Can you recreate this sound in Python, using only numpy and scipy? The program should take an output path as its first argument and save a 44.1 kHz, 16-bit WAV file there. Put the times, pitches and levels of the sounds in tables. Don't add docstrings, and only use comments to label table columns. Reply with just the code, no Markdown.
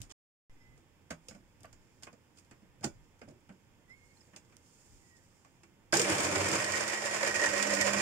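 import sys
import numpy as np
from scipy import signal
from scipy.fft import rfft, irfft
from scipy.io import wavfile
from scipy.ndimage import uniform_filter1d

SR = 44100
rng = np.random.default_rng(int(sys.argv[2]) if len(sys.argv) > 2 else 0)


def decibels_to_gain(level_db):
    exponent = np.asarray(level_db, float) / 20
    return 10 ** exponent


def int16_out(signal):
    q = np.round(np.clip(np.atleast_2d(signal).T, -1, 1) * 32767)
    wavfile.write(sys.argv[1], SR, q.astype(np.int16))


N = 353241
TIME_S = np.arange(N) / SR
SWITCH_ON_S = 5.925

# frequency_hz, density_db (per Hz)
SPRAY = [(1940, -15.5), (3300, -7), (3920, -10), (4700, -5.5), (5130, -1), (5500, -4.5), (6470, -5.5),
         (6800, -1), (7250, 0), (7600, -2.5), (8710, -7.5), (11100, -22.5), (12000, -20.5), (14700, -26),
         (15500, -22), (16000, -46.5)]


def colour(x, shape, keep=False):
    taps = 4096
    hz, db = np.transpose(shape)
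    gain = decibels_to_gain(np.interp(np.log(np.fft.rfftfreq(taps, 1 / SR) + 1), np.log(hz), db))
    ceps = irfft(np.log(gain))
    ceps[1:taps // 2] *= 2
    ceps[taps // 2 + 1:] = 0
    response = irfft(np.exp(rfft(ceps)))
    if not keep:
        response = response / np.sqrt(np.sum(response ** 2))
    return signal.oaconvolve(x, response[None], axes=1)[:, :N]


def closed(shape):
    return [(shape[0][0] / 2, -70)] + list(shape) + [(min(shape[-1][0] * 2, SR / 2), -70)]


def pair(alike=0.32):
    shared, left, right = rng.standard_normal((3, N))
    alike = np.clip(alike, 0, 1)
    return np.sqrt(alike) * shared + np.sqrt(1 - alike) * np.array([left, right])


def lean(db):
    return decibels_to_gain(np.array([[0.5], [-0.5]]) * db)


def walk(rate):
    k = int(SR / rate)
    held = np.repeat(rng.standard_normal(N // k + 1), k)
    return 1.386 * uniform_filter1d(uniform_filter1d(held, k), k)[:N]


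def swell(s, half_s):
    out = np.zeros(N)
    span = np.arange(max(int((s - 4 * half_s) * SR), 0), min(int((s + 4 * half_s) * SR), N))
    out[span] = np.exp(-((span / SR - s) / half_s) ** 2)
    return out


def bursts(s, db, t60, pan_db, rise_s, crack):
    power = np.zeros((2, N))
    for start, level_db, ring, lean_db in np.broadcast(s, db, t60, pan_db):
        i = int(max(start, 0) * SR)
        t = np.arange(min(int(ring * SR), N - i)) / SR
        decay = crack * np.exp(-t / 0.0026) + 1000 ** (-t / ring)
        shape = (1 - np.exp(-t / rise_s)) * decay
        power[:, i:i + len(t)] += (decibels_to_gain(level_db) * lean(lean_db) * shape) ** 2
    return np.sqrt(power)


def rings(x, modes, stretch, bead_db=1.5):
    on = int(SWITCH_ON_S * SR)
    out = np.zeros((2, N))
    for hz, width, db, lean_db in modes:
        tone = np.exp(2j * np.pi * hz * np.cumsum(stretch[on:]) / SR)
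        fed = (x * decibels_to_gain(bead_db * walk(30)))[:, on:]
        band = signal.sosfilt(signal.butter(2, width / 2, fs=SR, output="sos"), fed / tone)
        out[:, on:] += (band * tone).real * np.sqrt(2 * SR / width) * decibels_to_gain(db) * lean(lean_db)
    return out


def tiles(x, alike_hz=420, even=0.99):
    t60_s, fade_t60_s = 0.13, 0.55
    t = np.arange(int(t60_s * SR)) / SR
    echo = rng.standard_normal((2, len(t))) * 1000 ** (-t / t60_s) * (t > .001)
    echo = echo / np.sqrt(np.sum(echo ** 2, axis=1, keepdims=True))
    echo[:, 0] = 1
    lines = rfft(echo, 2 * len(t))
    echo = irfft(lines / np.abs(lines) ** even)[:, :len(t)] * 1000 ** (-t / fade_t60_s)
    echo = echo / np.sqrt(np.sum(echo ** 2, axis=1, keepdims=True))
    low = signal.sosfilt(signal.butter(4, alike_hz, fs=SR, output="sos"), x)
    high = signal.sosfilt(signal.butter(4, alike_hz, "high", fs=SR, output="sos"), x)
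    return low + signal.oaconvolve(high, echo, axes=1)[:, :N]


def kitchen():
    # frequency_hz, density_db (per Hz)
    far_shape = [(47, -42.5), (80, -3), (200, -10.5), (282, -12), (335, -14), (508, -20), (577, -20),
                 (665, -23), (886, -18), (1340, -25), (1900, -23.5), (3600, -28.5), (4680, -78),
                 (7920, -120)]
    # frequency_hz, density_db (per Hz)
    shake_shape = [(12, -13.5), (25, 2.5), (50, -6), (90, -6), (130, -6.5), (200, -18)]
    # middle_s, half_length_s, level_db
    wobbles = [
        (0.005, 0.05, -51),
        (0.504, 0.021, -59),
        (0.697, 0.094, -67),
        (1.498, 0.2, -72),
        (2.954, 0.099, -53),
        (4.31, .15, -70),
        (4.93, 0.045, -62),
    ]
    tremble_db, duck_db = -70, -19
    air = colour(pair(0.81), closed(far_shape)) * decibels_to_gain(-66.5 + 0.29 * walk(5.98))
    bright = colour(pair(0.21), closed(SPRAY)) * decibels_to_gain(-80.0 + 1.2 * walk(3.82))
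    hand = decibels_to_gain(tremble_db + duck_db * (TIME_S > SWITCH_ON_S))
    hand = hand + sum(decibels_to_gain(db) * swell(s, half_s) for s, half_s, db in wobbles)
    hand = hand * decibels_to_gain(2.5 * walk(12) - 3)
    return tiles(air + bright) + colour(pair(0.25) * hand, closed(shake_shape))


def bird():
    # start_s, length_s, first_hz, last_hz, level_db
    whistles = [(.49, 0.034, 2035, 2040, -73), (0.551, .24, 2034, 2040, -73.5), (.57, .09, 5120, 5300, -83),
                (3.88, 0.076, 1960, 2200, -60), (3.901, .035, 5200, 5200, -78),
                (3.928, .03, 2060, 2060, -72), (3.92, 0.165, 2190, 2145, -68),
                (3.955, .085, 4370, 4330, -86), (4.075, 0.075, 2160, 2180, -74),
                (4.06, .07, 4300, 4340, -86), (5.0, .12, 2000, 1905, -75.5),
                (5.095, 0.08, 1905, 1885, -67.5), (5.16, 0.062, 1880, 1690, -73),
                (5.175, .03, 1940, 1940, -80), (5.22, .045, 1920, 1930, -79)]
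    roundness, octave_db = 0.54, -30
    lag = np.array([[-.8], [0]])
    out = np.zeros((2, N))
    waver = 1 + 0.0052 * walk(60)
    flutter = decibels_to_gain(2.3 * walk(71))
    for s, length, first_hz, last_hz, db in whistles:
        count = int(length * SR)
        span = int(s * SR) + np.arange(count)
        along = np.linspace(0, 1, count)
        hz = (first_hz + (last_hz - first_hz) * along) * waver[span]
        angle = 2 * np.pi * np.cumsum(hz) / SR
        strength = np.sqrt(2) * decibels_to_gain(db) * np.abs(np.sin(np.pi * along)) ** roundness * flutter[span]
        out[:, span] += strength * (np.sin(angle + lag) + decibels_to_gain(octave_db) * np.sin(2 * angle))
    return out * lean(-3)


def rubbing():
    # middle_s, half_length_s, level_db
    strokes = [
        (1.25, .04, -74),
        (1.326, 0.05, -66),
        (2.382, 0.027, -64),
        (4.175, 0.21, -68),
        (4.78, 0.24, -65.5),
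        (5.2, 0.39, -69),
    ]
    strength = sum(decibels_to_gain(db) * swell(s, half_s) for s, half_s, db in strokes)
    hiss = colour(pair() * strength * decibels_to_gain(1.3 * walk(40) - 2.5), closed(SPRAY))
    return signal.lfilter([1, -0.89], [1], hiss)


def jolts():
    # start_s, pitch_hz, peak_db, t60_s
    struck_modes = [(5.9295, 335, -26.5, 0.12), (5.9295, 590, -26.5, .08), (5.9245, 5200, -22.5, 0.023),
                    (5.94, 800, -28.5, 0.12), (5.962, 366, -31, 0.086), (5.976, 425, -29, 0.097),
                    (6.02, 350, -29, .1), (6.2, 320, -29.5, 0.076), (5.9295, 1503, -17.5, 0.034),
                    (5.998, 478, -25.5, 0.058), (1.105, 1600, -41, 0.071), (2.836, 1700, -44, 0.056),
                    (2.84, 820, -41, 0.13), (5.634, 335, -61, 0.26), (0.0014, 110, -39, 0.09),
                    (1.11, 162, -45, 0.25),
                    (0.102, 3300, -47, .03), (.111, 2980, -53, .04), (.112, 5850, -48, .04),
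                   (.119, 3300, -57, .02), (1.106, 2260, -45, .06), (1.106, 598, -43, .1),
                   (1.308, 1550, -56, .03), (1.308, 2200, -60, .03), (1.343, 2190, -57, .03),
                   (1.646, 1148, -53, .08), (1.655, 4750, -55, 0.013), (1.632, 12500, -56, 0.0082),
                   (.017, 8700, -37, .008), (2.085, 1000, -51, .03), (4.232, 4680, -65, .03),
                   (1.728, 4820, -53, .012), (2.07, 1060, -51, 0.082), (2.381, 2510, -61, 0.03),
                   (2.374, 3300, -65, .03), (2.82, 1500, -58, .08), (2.86, 3500, -56, .1),
                   (3.216, 2150, -56, 0.059), (3.216, 4850, -57, 0.029), (3.277, 599, -54, .04),
                   (3.285, 4900, -59, .02), (3.293, 600, -55, .03), (3.491, 1500, -62, .03),
                   (3.5, 189, -51, .25), (4.17, 4250, -59, .03), (4.207, 5210, -55, .03),
                   (4.361, 2590, -51, .03), (4.361, 3404, -53, .03), (4.524, 2400, -63, .03),
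                   (5.16, 5150, -66, .05), (5.447, 1100, -56, 0.052), (5.634, 2700, -59, .03)]
    out = np.zeros(N)
    rattle = 0.9 * walk(350)
    for s, hz, db, t60 in struck_modes:
        i = int(s * SR)
        t = np.arange(int(t60 * SR)) / SR
        blur = (rattle[i:][:len(t)] - rattle[i]) * min(hz / 1500, 1)
        envelope = decibels_to_gain(db) * (1 - np.exp(-t / 0.00044)) * 1000 ** (-t / t60)
        out[i:][:len(t)] += envelope * np.sin(2 * np.pi * hz * t + blur)
    return np.array([out, out])


def snaps():
    # start_s, level_db, left_minus_right_db
    snap_events = [(0.0166, -30.5, 5.5), (.121, -49.5, 0), (1.106, -42, 4), (1.2838, -44, 0),
                   (1.357, -64, 2), (1.6058, -54, 0), (1.632, -49, -2), (2.0235, -52, 2), (2.128, -62, -2),
                   (2.5114, -52, 4), (2.8092, -59, 0), (3.3006, -63, 2), (3.4069, -64, 0), (3.8943, -62, 1),
                   (4.2709, -62, -2), (5.1694, -59, 1), (1.655, -50, -2), (1.728, -51, 0), (2.033, -54, 0),
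                   (2.843, -36, 0), (3.285, -61, 0), (4.3618, -52, 0), (4.5675, -44, -6), (5.954, -22, 0),
                   (5.971, -22, 0), (5.994, -26, 0), (6.018, -25, 0), (6.1, -29, 0), (6.207, -27, 0),
                   (6.252, -29, 0), (6.486, -29, 0), (6.778, -30, 0), (6.878, -29, 0), (7.0575, -28, 0),
                   (7.275, -28, 0), (7.626, -26, 0), (7.74, -29, 0), (7.812, -26, 0), (7.933, -28, 0)]
    # frequency_hz, density_db (per Hz)
    snap_shape = [(2000, -13.5), (3300, -8), (6500, -3), (8700, 0), (11500, -10.5), (15000, -11.5),
                  (16000, -35)]
    s, db, pan_db = np.transpose(snap_events)
    strength = bursts(s, db, t60=0.005, pan_db=pan_db, rise_s=0.00026, crack=0.1)
    return colour(pair(0.3) * strength, closed(snap_shape))


def handling():
    # start_s, tick_db, clack_over_tick_db, thud_over_tick_db, thud_hz
    knocks = [(0.0024, -57.5, -7, 1, 107), (0.0496, -61, -12, 0, 165), (0.775, -63.5, -6, 1, 353.7),
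              (1.1033, -51, 3, -4, 330), (1.1058, -36.5, -3, -2, 250), (1.284, -37.5, -21, -10, 592),
              (1.309, -54.5, -1.5, 6.5, 190.4), (1.348, -58, 0, 10.5, 182), (1.605, -62, -8, 7.5, 85.6),
              (1.643, -62, 12.5, 11.5, 600), (2.068, -57.5, 9.5, 5.5, 335), (2.128, -59, -3, 7.5, 633),
              (2.511, -55, 3, 3.5, 338.5), (2.6199, -71.5, -4.5, 16, 159.2), (2.809, -61, -5, 11, 100.7),
              (2.828, -56, 0, -5, 600), (2.8325, -52, 6, 0, 600), (2.8374, -39, -4, -0.5, 600),
              (2.842, -31, -9.5, 3, 296), (3.2145, -58.5, 7, 14, 596), (3.232, -70.5, 0, 20, 190),
              (3.277, -67, 5.5, 22, 158.2), (3.286, -61, -12, 10, 88.3), (3.4905, -61, 8, 13, 184.2),
              (4.2718, -69, -4, 12.5, 183), (4.333, -66, 9.5, 12.5, 240), (5.6324, -57.5, -1.5, -16, 338.7)]
    # start_s, tick_db, clack_over_tick_db, left_minus_right_db
    finger_ticks = [(0.0168, -43.5, -26, 2), (0.0294, -53.5, -12, -19), (0.095, -62, -3, -8),
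                    (0.102, -51, -6, -8), (0.111, -51.5, -9, -18), (0.117, -49.5, -10, -12),
                    (1.6318, -57, -12, -2), (1.7276, -57, -7, -12), (2.023, -51, -5, -10),
                    (2.0322, -43, -12, -10), (2.3722, -61, -7, -16), (2.3844, -54.5, -15, -8),
                    (3.04, -70, -15, -13), (3.19, -66, -6, -12), (3.306, -62, -7, -7),
                    (3.524, -69, -13, -8), (2.4452, -64, -13, -4), (3.8984, -68, 0, -6),
                    (4.21, -65, -1.5, -13), (4.3615, -44, -11, -11), (4.523, -63, 3, -9),
                    (4.448, -66, -20, -10), (4.496, -73, 4, -10), (4.5675, -67, -15, -19),
                    (4.66, -63, -10, -10), (5.166, -59, -47, -7), (5.4467, -59, 1.5, -11)]
    # frequency_hz, density_db (per Hz)
    clack_shape = [(400, -11), (650, -1), (1100, -4), (1500, -1.5), (1800, -5.5), (2200, -5), (2800, -11),
                   (3300, -15), (4200, -47)]
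    # frequency_hz, density_db (per Hz)
    thud_shape = [(35, -27), (90, 2.5), (160, -0.5), (280, 0), (420, -16), (600, -6), (900, -24.5)]
    fingers = [(s, db, over_db, over_db - 4, 335, lean_db) for s, db, over_db, lean_db in finger_ticks]
    touches = sorted(fingers + [(*row, -10) for row in knocks])
    s, tick_db, clack_db, thud_db, thud_hz, pan_db = np.transpose(touches)
    pan_db = pan_db + 11.0
    crackle = decibels_to_gain(2.2 * walk(500) - 0.3)
    tick_strength = bursts(s, tick_db - 2.0, 0.029, pan_db, 0.0014, 1.63)
    tick = colour(pair() * crackle * tick_strength, closed(SPRAY))
    clack_strength = bursts(s, tick_db + clack_db - 0.5, 0.09, pan_db, 0.0015, 1.1)
    clack = colour(pair() * crackle * clack_strength, closed(clack_shape))
    push = bursts(s, tick_db + thud_db - 3.5, 2.55 / np.sqrt(thud_hz), .3 * pan_db, 0.0012, .1)
    latest = np.clip(np.searchsorted(s, TIME_S) - 1, 0, None)
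    note = np.sin(2 * np.pi * np.cumsum(thud_hz[latest] * (1 + 0.17 * walk(90))) / SR)
    thud = colour(pair(0.82) * push, closed(thud_shape)) * decibels_to_gain(-2.0)
    return tick + clack + push * note + thud


def load():
    # time_s, load (0-1)
    bite_curve = [
        (6.05, 0.99),
        (6.575, 0.94),
        (6.6, 0.04),
        (7.36, 0.08),
        (7.46, 0.34),
        (8.01, 0.42),
    ]
    # middle_s, churn_up_db, whine_up_db
    surges = [(6.0, 0, -4), (6.54, 0, -1), (6.63, 1.5, 1), (6.69, 1, 1), (6.76, 1, 2.5), (6.83, 1.5, 2),
              (6.94, 0.5, 2), (7.05, 0, 0), (7.233, 6, 7), (7.3, 1.5, 4.5), (7.385, 4, 7.5),
              (7.448, 6, 15.5), (7.54, 3.5, 8.5), (7.59, 3.5, 6.5), (7.72, 3.5, 10), (7.81, 4, 15.5),
              (7.88, 4, 5), (7.97, 0.8, 8), (8.0, 3, -2)]
    bite = np.interp(TIME_S, *np.transpose(bite_curve))
    churn_db, whine_db = sum(np.outer(up_db, swell(s, 0.036)) for s, *up_db in surges)
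    spray_db = -40.5 + 3.55 * bite + 0.56 * churn_db
    slosh_db = -41.5 + 4.34 * bite + 0.68 * churn_db
    wall_db = -40 + 3.7 * bite + 0.91 * churn_db
    ring_db = -42.5 - 11 * bite + whine_db
    rumble_db = -60.5 + 15.4 * bite + 0.23 * churn_db
    return spray_db, slosh_db, wall_db, ring_db, rumble_db


def motor():
    # time_s, shaft_hz, hum_db
    shaft = [
        (5.93, 187.3, -50),
        (6.0, 193.6, -49.5),
        (6.6, 190.4, -53),
        (6.76, 211.6, -55),
        (7, 212.5, -58),
        (7.24, 211.9, -54.5),
        (7.48, 204.1, -50.5),
        (7.6, 201.4, -45.5),
        (8.01, 202.6, -45.5),
    ]
    s, shaft_hz, hum_db = np.transpose(shaft)
    hz = np.interp(TIME_S, s, shaft_hz) * (1 + 0.008 * walk(30))
    angle = 2 * np.pi * np.cumsum(hz) / SR
    second = decibels_to_gain(-17 + 1.9 * walk(9)) * np.sin(2 * angle)
    third = decibels_to_gain(-5.0 + walk(5.6)) * np.sin(3 * angle)
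    level = decibels_to_gain(np.interp(TIME_S, s, hum_db, left=-150) + 2.4 * walk(21))
    return angle, np.sqrt(2) * level * (np.sin(angle) + second + third)


def blade_drive(angle):
    hits = (rng.random(N) < 130 / SR) * decibels_to_gain(2.75 * np.minimum(rng.exponential(size=N), 3))
    bits = signal.lfilter([1], [1, -np.exp(-1 / (0.0034 * SR))], hits)
    drive = (1 + 0.8 * bits) * (1 + 0.32 * np.cos(2 * angle))
    onset = np.clip((TIME_S - SWITCH_ON_S) / 0.0044, 0, 1)
    return drive / np.sqrt(np.mean(drive ** 2)) * onset


def lump_blows():
    # start_s, crack_db, ring_over_crack_db, t60_s
    slack = [
        (5.924, -26, 8, 0.069),
        (5.9295, -29, -6, 0.043),
        (5.9373, -16.5, -10, 0.032),
        (5.953, -23, -10, 0.03),
        (5.9688, -17.5, -19, 0.029),
        (5.9944, -17.5, 6, 0.027),
        (6.016, -21.5, -18.5, 0.028),
        (6.0245, -34, -8, 0.029),
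    ]
    # start_s, crack_db, ring_over_crack_db
    lumps = [(6.0983, -26.5, 2), (6.1807, -30, -18), (6.2008, -25.5, 11.5), (6.2316, -27, -7),
             (6.248, -26, 7), (6.357, -27, 13), (6.485, -27.5, -10), (6.5143, -27, -7), (6.556, -32, 4),
             (6.6432, -27, 1), (6.72, -28.5, 8), (6.755, -29, -14), (6.807, -30, -1), (6.878, -28, -8),
             (6.942, -30.5, 9), (7.0571, -29, 9), (7.165, -34, -10), (7.2741, -28, -1), (7.358, -28.5, -2),
             (7.458, -25.5, -14), (7.495, -44, -7), (7.578, -27.5, 2), (7.625, -22.5, 8), (7.7014, -38, 1),
             (7.736, -24.5, 1), (7.749, -25.5, -13), (7.811, -21, -13), (7.867, -26, 10.5),
             (7.9327, -25.5, 11.5), (7.9819, -29, -2)]
    s, crack_db, knock_db, t60 = np.transpose(slack + [(*row, 0.035) for row in lumps])
    crack = bursts(s, crack_db - 5.5, t60, 0, 0.00077, 1.2)
    knock = bursts(s, crack_db + knock_db - 0.5, 1.17 * t60, 0, 0.014, 0.18)
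    return crack, knock


def churn(drive, crack, knock, spray_db, slosh_db):
    # frequency_hz, density_db (per Hz)
    pulp_shape = [(300, -26), (450, 0), (700, -0.5), (1000, -0.5), (1350, -2.5), (1700, 2), (2500, -3.5),
                  (3100, -6.5), (3800, -19)]
    grit = pair()
    motor_top = signal.ellip(8, .3, 50, 15050, fs=SR, output="sos")
    steady = signal.sosfilt(motor_top, grit * decibels_to_gain(spray_db - 0.5) * drive)
    spray = colour(steady + grit[:, ::-1] * crack, closed(SPRAY))
    slosh = colour(pair() * np.hypot(decibels_to_gain(slosh_db + 1.5) * drive, knock), closed(pulp_shape))
    return spray + slosh


def bottle_and_collar(drive, knock, wall_db, ring_db):
    # centre_hz, width_hz, level_db, left_minus_right_db
    bottle_modes = [(574.3, 91, -4, -10.5), (820, 60, -9, 5), (915, 70, -8, 10), (1073, 95, -4.5, 0.5),
                    (1301, 30, -10, 3), (1508, 105, -6.5, -8.5), (2120, 35, -9, 1), (2315, 50, -7, 1.5),
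                    (2421, 156, -4.5, 0.5), (2643, 50, -13, 1)]
    # centre_hz, width_hz, level_db, left_minus_right_db
    collar_modes = [
        (1880, 67, -2, 1.5),
        (1768, 47, -9, -1),
        (1860, 174, -5, -1),
    ]
    force = pair(0.38) * np.hypot(decibels_to_gain(wall_db - 6.5) * drive, 0.31 * knock)
    walls = rings(force, bottle_modes, 1 + 0.006 * walk(8.7))
    collar_force = pair(0.33) * decibels_to_gain(ring_db - 1.0) * drive
    return walls + rings(collar_force, collar_modes, 1 + 0.003 * walk(7.1), bead_db=-0.4)


def housing_and_counter(drive, slosh_db, rumble_db):
    # centre_hz, width_hz, level_db, left_minus_right_db
    housing_modes = [
        (261.4, 26, -14, 4.5),
        (341, 60, 1, 0.5),
        (415, 42, -2.5, 4.5),
        (512, 113, -5.5, 4),
    ]
    # centre_hz, width_hz, level_db, left_minus_right_db
    counter_modes = [
        (95.5, 13.8, -2.5, -1.5),
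        (135, 16, -2, 2),
        (161, 50, -1.5, -0.5),
    ]
    # time_s, pitch_ratio
    press = [
        (6.02, 1.01),
        (6.17, 0.89),
        (6.5, 0.94),
        (6.62, 0.97),
        (7.3, 1.044),
        (7.6, 0.87),
    ]
    housing_force = pair(0.86) * drive * decibels_to_gain((slosh_db + rumble_db) / 2 - 0.5)
    shake = rings(housing_force, housing_modes, np.interp(TIME_S, *np.transpose(press)))
    counter_force = pair(0.98) * drive * decibels_to_gain(rumble_db - 2.0)
    rumble = rings(counter_force, counter_modes, 1 + 0.019 * walk(6), bead_db=3.0)
    low_cut = signal.butter(4, 52, "high", fs=SR, output="sos")
    return signal.sosfilt(low_cut, shake + rumble)


def bottle_note():
    # middle_s, half_length_s, level_db
    throws = [(6.096, 0.024, -37), (6.202, .03, -41), (6.3, .012, -40), (6.412, .025, -39),
              (6.519, 0.01, -40), (6.56, 0.0082, -40), (6.69, .018, -48), (6.789, .012, -43.5),
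              (6.817, 0.0093, -40), (7.061, 0.0091, -36), (7.236, 0.014, -35.5), (7.291, 0.017, -42.5),
              (7.353, 0.022, -41), (7.42, 0.016, -40.5), (7.455, 0.012, -36), (7.55, 0.025, -36.5),
              (7.662, .012, -35.5), (7.704, 0.014, -36.5), (7.74, 0.014, -31), (7.849, 0.026, -36.5),
              (7.885, 0.011, -39), (7.94, .014, -42)]
    strength = sum(decibels_to_gain(db) * swell(s, half_s) for s, half_s, db in throws)
    angle = 2 * np.pi * 579 * np.cumsum(1 + .03 * walk(110)) / SR
    lead = np.array([[1.4], [0]])
    return np.sqrt(2) * decibels_to_gain(-1.0) * strength * np.sin(angle + lead) * lean(-4.5)


def whine_core(whine):
    angle = 2 * np.pi * 1887 * np.cumsum(1 + .022 * walk(70)) / SR
    return np.sqrt(2) * whine * decibels_to_gain(-7.5 + 1.9 * walk(35)) * np.sin(angle) * lean(-2.5)


def blender():
    angle, hum = motor()
    spray_db, slosh_db, wall_db, ring_db, rumble_db = load()
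    drive = blade_drive(angle)
    crack, knock = lump_blows()
    airborne = tiles(churn(drive, crack, knock, spray_db, slosh_db))
    walls = bottle_and_collar(drive, knock, wall_db, ring_db)
    low = housing_and_counter(drive, slosh_db, rumble_db)
    turn_db = 4.8 - 3 * (TIME_S - SWITCH_ON_S)
    tones = bottle_note() + whine_core(decibels_to_gain(ring_db) * (drive > 0))
    return (airborne + walls) * lean(turn_db) + low + hum + tones


def scene():
    touches = tiles(handling() + rubbing() + jolts())
    return kitchen() + bird() + touches + snaps() + blender()


def roll_off(x):
    return signal.sosfilt(signal.butter(12, 16430, fs=SR, output="sos"), x)


def record(dry):
    # frequency_hz, left_minus_right_db
    unlike = [(60, -2), (400, -4.5), (1300, -3.5), (2500, -9.5), (3400, 2), (5000, -10), (7000, -10),
              (8600, 5.5), (10000, 3), (12000, -1)]
    gap_start_s, gap_end_s = .1222, .497
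    hz, lean_db = np.transpose(unlike)
    left = colour(dry[[0]], np.c_[hz, lean_db / 2], keep=True)[0]
    right = colour(dry[[1]], np.c_[hz, -lean_db / 2], keep=True)[0]
    heard = np.array([np.pad(left, (5, 0))[:N], right])
    heard = heard + decibels_to_gain(-80.0) * rng.standard_normal(heard.shape)
    heard = signal.sosfilt(signal.ellip(10, .2, 80, 15720, fs=SR, output="sos"), heard)
    heard = heard - decibels_to_gain(-51.5) * np.exp(-np.abs(TIME_S - gap_end_s) / 0.077)
    heard = heard * ((TIME_S < gap_start_s) | (TIME_S > gap_end_s))
    return roll_off(heard)


dry = scene()
out = record(dry)
int16_out(out)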